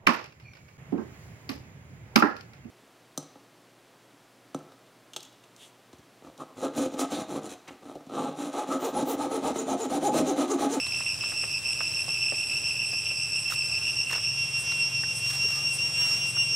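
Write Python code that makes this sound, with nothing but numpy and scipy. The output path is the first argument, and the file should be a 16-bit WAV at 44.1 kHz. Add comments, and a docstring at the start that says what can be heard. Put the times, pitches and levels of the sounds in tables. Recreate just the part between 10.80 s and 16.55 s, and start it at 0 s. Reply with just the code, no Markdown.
"""A near cicada opens with a hoarse, throbbing note over a steadier second cicada, a blurred chorus and open air.
From the start monkeys pat a stone ledge, now and then, while a distant engine idles beneath.
In the second half come brushing scuffs; the near note clears, rises and pumps, its clicks rasping in short flares.
Late on, one faint whistle of a bird passes. Cicadas are summed tones driven by rib clicks, the engine is exhaust
tones in a rumble, and contacts, air and chorus are shaped noise."""
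import sys
import numpy as np
from scipy import signal
from scipy.fft import rfft, irfft, next_fast_len
from scipy.io import wavfile
from scipy.ndimage import uniform_filter1d, map_coordinates

SR = 44100
rng = np.random.default_rng(int(sys.argv[2]) if len(sys.argv) > 2 else 0)


def wrap_up_sound(samples):
    """Save the sound to the file named by the first command line argument, as 16-bit audio."""
    columns = np.atleast_2d(samples).T
    # keep every value between -1 and 1, then stretch to whole-number steps
    tamed = np.clip(columns, -1, 1)
    steps = np.round(tamed * 32767).astype(np.int16)
    wavfile.write(sys.argv[1], SR, steps)


N = 253575
TIME = np.arange(N) / SR  # s
TOP_HZ = 15720  # band limit of the whole scene

# Every half_length_s is the time from a bell's peak to 1/e of it.
# near cicada's note: time_s, pitch_hz
NEAR_PITCH = [(0, 2673), (2.9, 2687), (3.15, 2725), (3.58, 2735), (4.45, 2743), (5.75, 2763)]
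# its hoarseness: time_s, hoarseness (0 clear, about 1 fully hoarse)
HOARSENESS = [(0, 1.03), (2.7, 0.96), (3.05, 0.82), (3.48, 0.77), (3.6, 0.12), (5.75, .05)]
# how hard it sings: time_s, fundamental_db, octave_db
SINGING_EFFORT = [(0, -33, -32), (2.6, -32.5, -31), (3.6, -31, -29.5), (4.0, -29.5, -31), (4.9, -31.5, -29),
                  (5.75, -28.5, -26.5)]
# its throb, quickening while hoarse, then settling: time_s, throbs_per_s
THROB_PACE = [(0, 6.52), (3.3, 7.88), (3.34, 7.04), (5.75, 7.04)]
# moments when the note falters: time_s, depth_db
NOTE_FALTERS = [(.371, 9), (.813, 27), (1.261, 9), (3.717, 9), (4.102, 4.5), (4.342, 10), (5.125, 1.5),
                (5.532, 7)]
# moments when it surges: time_s, lift_db
NOTE_SURGES = [(1.408, 6), (1.5, 4.5), (4.02, 6), (4.66, 5), (5.242, 8.5), (5.61, 1)]
# rasping flares of the clicks: time_s, half_length_s, lift_db
RASP_FLARES = [(3.29, 0.035, 6), (3.809, 0.034, 13), (4.379, 0.031, 14), (4.951, 0.042, 14),
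               (5.495, 0.037, 13.5)]
# side tones, one row per harmonic, in click rates away from it and dB against it:
# two_below_db, one_below_db, one_above_db, two_above_db, three_above_db
SIDE_TONES = [(-26, -18.5, -18.5, -19, -26), (-18.5, -11, -11, -14.5, -30)]
# colour of the rib-click rattle: freq_hz, relative_line_db
RATTLE_COLOUR = [(6200, -7), (7400, -16), (7900, 9), (8300, 5.5), (8750, 5), (9400, -20), (10200, -1),
                 (10850, 0.5), (11400, -24), (12500, -19), (13600, -8), (15000, -36)]
# stereo offset of its harmonics: time_s, share of the full offset (0-1)
STEREO_OFFSET = [(0, 1), (4.3, 1), (5, .2), (5.75, .1)]
# far cicada: harmonic (number), level_db
FAR_HARMONICS = [(1, -46), (2, -46.5), (3, -49), (4, -57)]
# hands and feet on stone: start_s, level_db (before PAT_TRIM_DB), centre_hz, width_octaves
STONE_PATS = [(.066, -25, 3150, 1.1), (0.205, -31, 1100, 1.9), (0.436, -28, 1740, 1.4),
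              (.52, -30.5, 1100, 1.4), (0.635, -29, 800, 1.8), (1.006, -26.5, 1010, 1.8),
              (1.28, -33.5, 360, 2.9), (1.522, -27.5, 376, 1.56), (2.132, -38, 320, 3.3),
              (2.309, -36.5, 380, 2.5), (2.721, -26, 1350, 0.48), (3.299, -32, 1300, 1.5),
              (3.353, -25.5, 1970, 2), (3.379, -29, 1400, 1.7), (3.92, -26, 2200, 2.2),
              (4.234, -26.5, 1660, 0.43), (4.644, -33, 420, 0.34), (5.568, -33, 1070, 0.99)]
# fur and feet brushing stone: time_s, half_length_s, brush_db, grit_db
STONE_SCUFFS = [(2.724, 0.025, -44, -36.5), (3.343, 0.041, -41, -43), (3.88, 0.27, -53.5, -57),
                (4.51, 0.088, -48, -41.5), (4.73, 0.13, -49, -45), (5.212, .04, -46, -44),
                (5.313, 0.089, -47.5, -41.5)]
# colour of the brushing: freq_hz, relative_db_per_hz
BRUSH_COLOUR = [(120, -36), (400, 5), (1250, 9.5), (2200, 9), (4000, -6.5), (9000, -38)]
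# colour of the dragged grit: freq_hz, relative_db_per_hz
GRIT_COLOUR = [(1200, -14), (3000, 2.5), (7000, 1.5), (11000, -2.5), (15500, -10)]
# engine loudness: time_s, level_db
ENGINE_LEVEL = [(0, -50.5), (1.65, -50), (2, -48.5), (2.9, -46.5), (3.25, -50.5), (3.55, -45.5),
                (5.2, -44.5), (5.75, -46)]
# exhaust tones: multiple of the firing rate (number), relative_db
EXHAUST_TONES = [(4, -12.5), (5, -1), (6, 0.5), (7, -8), (8, -9.5)]
# colour of the engine's rumble: freq_hz, relative_db_per_hz
RUMBLE_COLOUR = [(25, -37), (45, -29), (70, -8), (105, -0.5), (145, -1), (190, -38.5), (300, -49),
                 (600, -66)]
# open air loudness: time_s, level_db
AIR_LEVEL = [(0, -43.5), (1, -43.5), (1.8, -44), (2.5, -45.5), (3.5, -43.5), (4.2, -43.5), (4.7, -42.5),
             (5.3, -42), (5.75, -43.5)]
# colour of the open air: freq_hz, relative_db_per_hz
AIR_COLOUR = [(30, -16.5), (150, 4.5), (300, -0.5), (600, -2), (1200, -4), (2200, -6.5), (4200, -7),
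              (7000, -6), (10000, -10.5), (12000, -17), (15500, -20)]
# loudness of the distant chorus: time_s, level_db
CHORUS_LOUDNESS = [(0, -46), (3, -50), (5.75, -49)]
# colour of the distant chorus: freq_hz, relative_db_per_hz
CHORUS_COLOUR = [(2000, -36), (2450, 14), (2690, 23.5), (2950, -2), (3800, 3.5), (4700, -14), (5350, 22),
                 (6100, -13), (7200, -14), (8100, -25), (9400, -1), (10600, -9), (11700, -35), (13500, -25)]

THROB_DB, THROB_SHARP, STRAY_DB = 5.5, 2, 1.3  # trough depth, trough narrowness, chance swing
PUMP_PER_S, PUMP_TOP_S = 5.36, 3.73  # abdomen pumping: rate, time of one peak
PUMP_START_S, PUMP_BUILD_S = 3.3, 1.66  # when pumping sets in, how long it builds
PUMP_HZ, PUMP_DB = 14.1, 1.5  # its swing of pitch and of level, either way
FALTER_S, SURGE_S = 0.019, 0.033  # half lengths
FLARE_SAG_DB, FLARE_SAG_S = 6, 0.057  # the octave gives way around each flare: depth, half length
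BUZZ_HZ, BUZZ_DRIFT_HZ, BUZZ_DB = 110.3, 28.1, 3  # flutter: rate, drift, depth at hoarseness 1
SIDE_FADE_DB = 4.5  # how much weaker the side tones are at hoarseness 1
RATTLE_STRAY_DB = 0.8  # chance swing of the rattle's level
PAT_T60_S, PAT_T60_SLOPE = 0.046, 0.64  # decay at 1 kHz; duller pats last longer
PAT_TRIM_DB = -4.0  # applied to every pat
SLAP_DB, SLAP_T60_S, SLAP_TOP_HZ = -3.5, 0.011, 2200  # slap: level against the puff, decay, band top


def amp(db):
    """Decibels to amplitude."""
    return 10 ** (np.asarray(db) / 20)


def unit(x):
    """x scaled to rms 1."""
    return x / np.sqrt(np.mean(x ** 2) + 1e-20)


def curve(rows):
    """(time_s, value) rows joined by straight lines."""
    return np.interp(TIME, *np.transpose(rows))


def wobble(rate):
    """A smooth random curve with rate knots a second."""
    return map_coordinates(rng.standard_normal(int(N * rate / SR) + 4), [TIME * rate])


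def swell(s, half):
    """A bell-shaped rise and fall around time s."""
    return np.exp(-((TIME - s) / half) ** 2)


def filtered(x, response):
    """x shaped by a response of frequency."""
    size = next_fast_len(N + 8192)
    hz = np.fft.rfftfreq(size, 1 / SR)
    return irfft(rfft(x, size) * response(hz), size)[..., :N]


def stereo(mid, side, width):
    """Left and right from mid and side; width scales the side."""
    return np.array([mid + width * side, mid - width * side])


def noise(spectrum, width):
    """Coloured stereo noise of rms 1."""
    f, db = np.transpose(spectrum)
    white = rng.standard_normal((2, N))
    mid, side = filtered(white, lambda hz: amp(np.interp(np.log(hz + 1), np.log(f), db)))
    return unit(stereo(mid, side, width))


def trees(x, wet_db, t60, width):
    """Trunks and leaves scatter a sound into a decaying tail, a little different at each ear."""
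    t = np.arange(SR // 3) / SR
    mid, side = rng.standard_normal((2, len(t))) * amp(-60 * t / t60)
    tail = stereo(mid, side, width)
    tail = tail / np.linalg.norm(tail[0])
    return x + amp(wet_db) * signal.fftconvolve(x[None], tail, axes=1)[:, :N]


def even(x):
    """x with its slow level held at rms 1; fast flutter stays."""
    power = np.mean(x ** 2, 0)
    for _ in range(2):
        power = uniform_filter1d(power, size=1800)
    return x / np.sqrt(np.abs(power) + 1e-9)


def near_cicada():
    """Rib clicks, one every ten cycles, keep the abdomen ringing; uneven clicks make the note hoarse."""
    hoarse = curve(HOARSENESS)
    low_db, high_db = throb()
    slips = np.tanh(wobble(450) ** 2 / 2) - 0.3  # the note keeps slipping briefly flat
    roughness_hz = 30 * wobble(560) - 130 * slips + 10 * wobble(60)
    pitch = curve(NEAR_PITCH) + PUMP_HZ * pump() + 4 * wobble(30) + hoarse * roughness_hz
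    phase = 2 * np.pi * np.cumsum(pitch) / SR
    click = phase / 10
    uneven_click = click + 0.75 * hoarse * wobble(110)
    buzz_hz = BUZZ_HZ + BUZZ_DRIFT_HZ * wobble(25)
    buzz_db = BUZZ_DB * np.sin(2 * np.pi * np.cumsum(buzz_hz) / SR)
    # hoarse notes are brighter
    treble_db = 0.2 * (high_db - np.mean(high_db)) + 10 * hoarse + 2.55 * wobble(23.95)
    levels = [low_db, high_db, -57.5 + treble_db, -63 + treble_db]
    pans = [-2.14, 0.097, -0.93, -1.6]  # dB added on the left, taken off on the right
    out = np.zeros((2, N))
    for k, (db, pan_db) in enumerate(zip(levels, pans), 1):
        flutter = amp(hoarse * (2.76 * wobble(260) + buzz_db))
        tone = even(trees(np.sin(k * phase) * flutter, wet_db=-3.0, t60=0.12, width=0.23))
        if k <= len(SIDE_TONES):
            sides = side_tones(k * phase, uneven_click, SIDE_TONES[k - 1], db, hoarse)
            tone = tone + sides * flutter
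        out += tone * amp(db + np.outer([pan_db, -pan_db], curve(STEREO_OFFSET)))
    return out + rattle(click, hoarse)


def throb():
    """Level in dB of fundamental and octave: effort, a quick throb, slow pumping, falters and surges."""
    s, low_db, high_db = np.transpose(SINGING_EFFORT)
    throb_phase = np.pi * np.cumsum(curve(THROB_PACE)) / SR
    trough = np.abs(np.sin(throb_phase)) ** (2 * THROB_SHARP)
    falters = sum(db * swell(at, FALTER_S) for at, db in NOTE_FALTERS)
    surges = sum(db * swell(at, SURGE_S) for at, db in NOTE_SURGES)
    shared = PUMP_DB * pump() - THROB_DB * trough - falters + surges
    sag = FLARE_SAG_DB * sum(swell(at, FLARE_SAG_S) for at, _, _ in RASP_FLARES)
    low = np.interp(TIME, s, low_db) + shared + STRAY_DB * wobble(24.07)
    high = np.interp(TIME, s, high_db) + shared + STRAY_DB * wobble(24.07)
    return low, high - sag


def pump():
    """The abdomen's slow in-and-out, -1 to 1, which builds up as the note clears."""
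    depth = np.clip((TIME - PUMP_START_S) / PUMP_BUILD_S, 0, 1)
    return depth * np.cos(2 * np.pi * PUMP_PER_S * (TIME - PUMP_TOP_S))


def side_tones(phase, click, sides, db, hoarse):
    """A harmonic's side tones, steadier than its throb, standing out as the note clears."""
    side = sum(amp(level) * np.sin(phase + j * click) for j, level in zip((-2, -1, 1, 2, 3), sides))
    steadying_db = -0.7 * (db - np.mean(db))  # undoes most of the harmonic's own swing
    return np.sqrt(2) * side * amp(steadying_db - SIDE_FADE_DB * hoarse + 1.6 * wobble(16))


def rattle(click, hoarse):
    """The bare clicks: a thin comb of high lines at multiples of the click rate, rasping in flares."""
    hz, db = np.transpose(RATTLE_COLOUR)
    click_hz = np.mean(curve(NEAR_PITCH)) / 10
    comb = np.zeros(N)
    for k in np.arange(np.ceil(hz[0] / click_hz), hz[-1] / click_hz):
        line_amp = amp(np.interp(k * click_hz, hz, db))
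        comb += line_amp * np.sin(k * click + rng.uniform(0, 2 * np.pi))
    flare_db = sum(lift * swell(s, half) for s, half, lift in RASP_FLARES)
    level_db = -48.5 - 3.2 * hoarse + flare_db + RATTLE_STRAY_DB * wobble(18)
    return even(trees(comb, wet_db=-1.5, t60=0.099, width=0.48)) * amp(level_db)


def far_cicada(pitch_hz):
    """A second cicada holds its note, blurred by the trees."""
    phase = 2 * np.pi * np.cumsum(pitch_hz + 3 * wobble(5.4) + 7 * wobble(300)) / SR
    click = phase / 10
    phase = phase + 0.094 * np.sin(click) + 0.088 * np.sin(2 * click)  # its rib clicks bend the note
    out = np.zeros((2, N))
    for k, db in FAR_HARMONICS:
        note = trees(np.sin(round(k) * phase), wet_db=2, t60=0.52, width=0.25)
        out += amp(db + 3.8 * wobble(14)) * even(note)
    return out


def pats():
    """Soft contacts with stone: a tiny slap and a dull puff of noise that dies quickly."""
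    out = np.zeros((2, N))
    t = np.arange(SR // 4) / SR
    attack = 1 - np.exp(-t / 0.00054)
    slap_filter = signal.butter(2, SLAP_TOP_HZ, fs=SR)
    for s, db, hz, octaves in STONE_PATS:
        t60 = PAT_T60_S * (1000 / hz) ** PAT_T60_SLOPE
        half_band = 2 ** (octaves / 2)
        band = signal.butter(2, [hz / half_band, min(hz * half_band, SR / 3)], "bandpass", fs=SR)
        puff = unit(signal.lfilter(*band, rng.standard_normal((2, len(t))))) * amp(-60 * t / t60)
        slap = unit(signal.lfilter(*slap_filter, rng.standard_normal((2, len(t)))))
        slap = slap * amp(SLAP_DB - 60 * t / SLAP_T60_S)
        mid, side = (puff + slap) * amp(db + PAT_TRIM_DB) * attack
        start = round(s * SR)
        out[:, start:start + len(t)] += stereo(mid, side, 0.5)[:, :N - start]
    return out


def scuffs():
    """Brushing strokes catch unevenly on the stone and drag fine grit along."""
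    brush = sum(amp(db) * swell(s, half) for s, half, db, _ in STONE_SCUFFS)
    grit = sum(amp(db) * swell(s, half) for s, half, _, db in STONE_SCUFFS)
    catch = unit(amp(2.8 * wobble(130) + 1.05 * wobble(900)))
    return catch * (brush * noise(BRUSH_COLOUR, width=0.17) + grit * noise(GRIT_COLOUR, width=0.38))


def engine(firing_hz):
    """A far engine: multiples of its firing rate firm up and recede within a low rumble."""
    phase = 2 * np.pi * np.cumsum(firing_hz + 0.12 * wobble(3.11)) / SR
    tones = np.zeros(N)
    for k, db in EXHAUST_TONES:
        tones += amp(db + 1.46 * wobble(4.274)) * np.sin(round(k) * phase + 0.63 * wobble(1.7))
    # the tones' share of the power: (time_s, share)
    share = curve([(0, 0.29), (1.5, 0.14), (2, 0.72), (3.2, 0.29), (3.7, 0.65), (5.75, 0.87)])
    rumble = noise(RUMBLE_COLOUR, width=0.39)
    return amp(curve(ENGINE_LEVEL)) * (np.sqrt(share) * unit(tones) + np.sqrt(1 - share) * rumble)


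def bird(s, half, hz, db):
    """One faint whistle from far away: a sine that barely wavers in pitch."""
    return amp(db) * swell(s, half) * np.sin(2 * np.pi * np.cumsum(hz + 6 * wobble(29.96)) / SR)


def wood():
    """Open air and the blur of many distant cicadas, which thins out later, both as coloured noise."""
    stir_db = 0.7 * wobble(4) + 0.6 * wobble(15)
    air = amp(curve(AIR_LEVEL) + stir_db) * noise(AIR_COLOUR, width=0.87)
    chorus = amp(curve(CHORUS_LOUDNESS) + 1.9 * wobble(16)) * noise(CHORUS_COLOUR, width=0.2)
    return air + chorus


def scene():
    """Cicadas in front, contacts on stone close by, then engine, bird and wood."""
    insects = near_cicada() + far_cicada(pitch_hz=2724.0)
    contacts = pats() + scuffs()
    whistle = bird(s=4.79, half=0.06, hz=1210, db=-48)
    return insects + contacts + engine(firing_hz=22.1) + whistle + wood()


def record(dry):
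    """Nothing is kept above the band limit."""
    return filtered(dry, lambda hz: hz < TOP_HZ)


dry = scene()
out = record(dry)
wrap_up_sound(out)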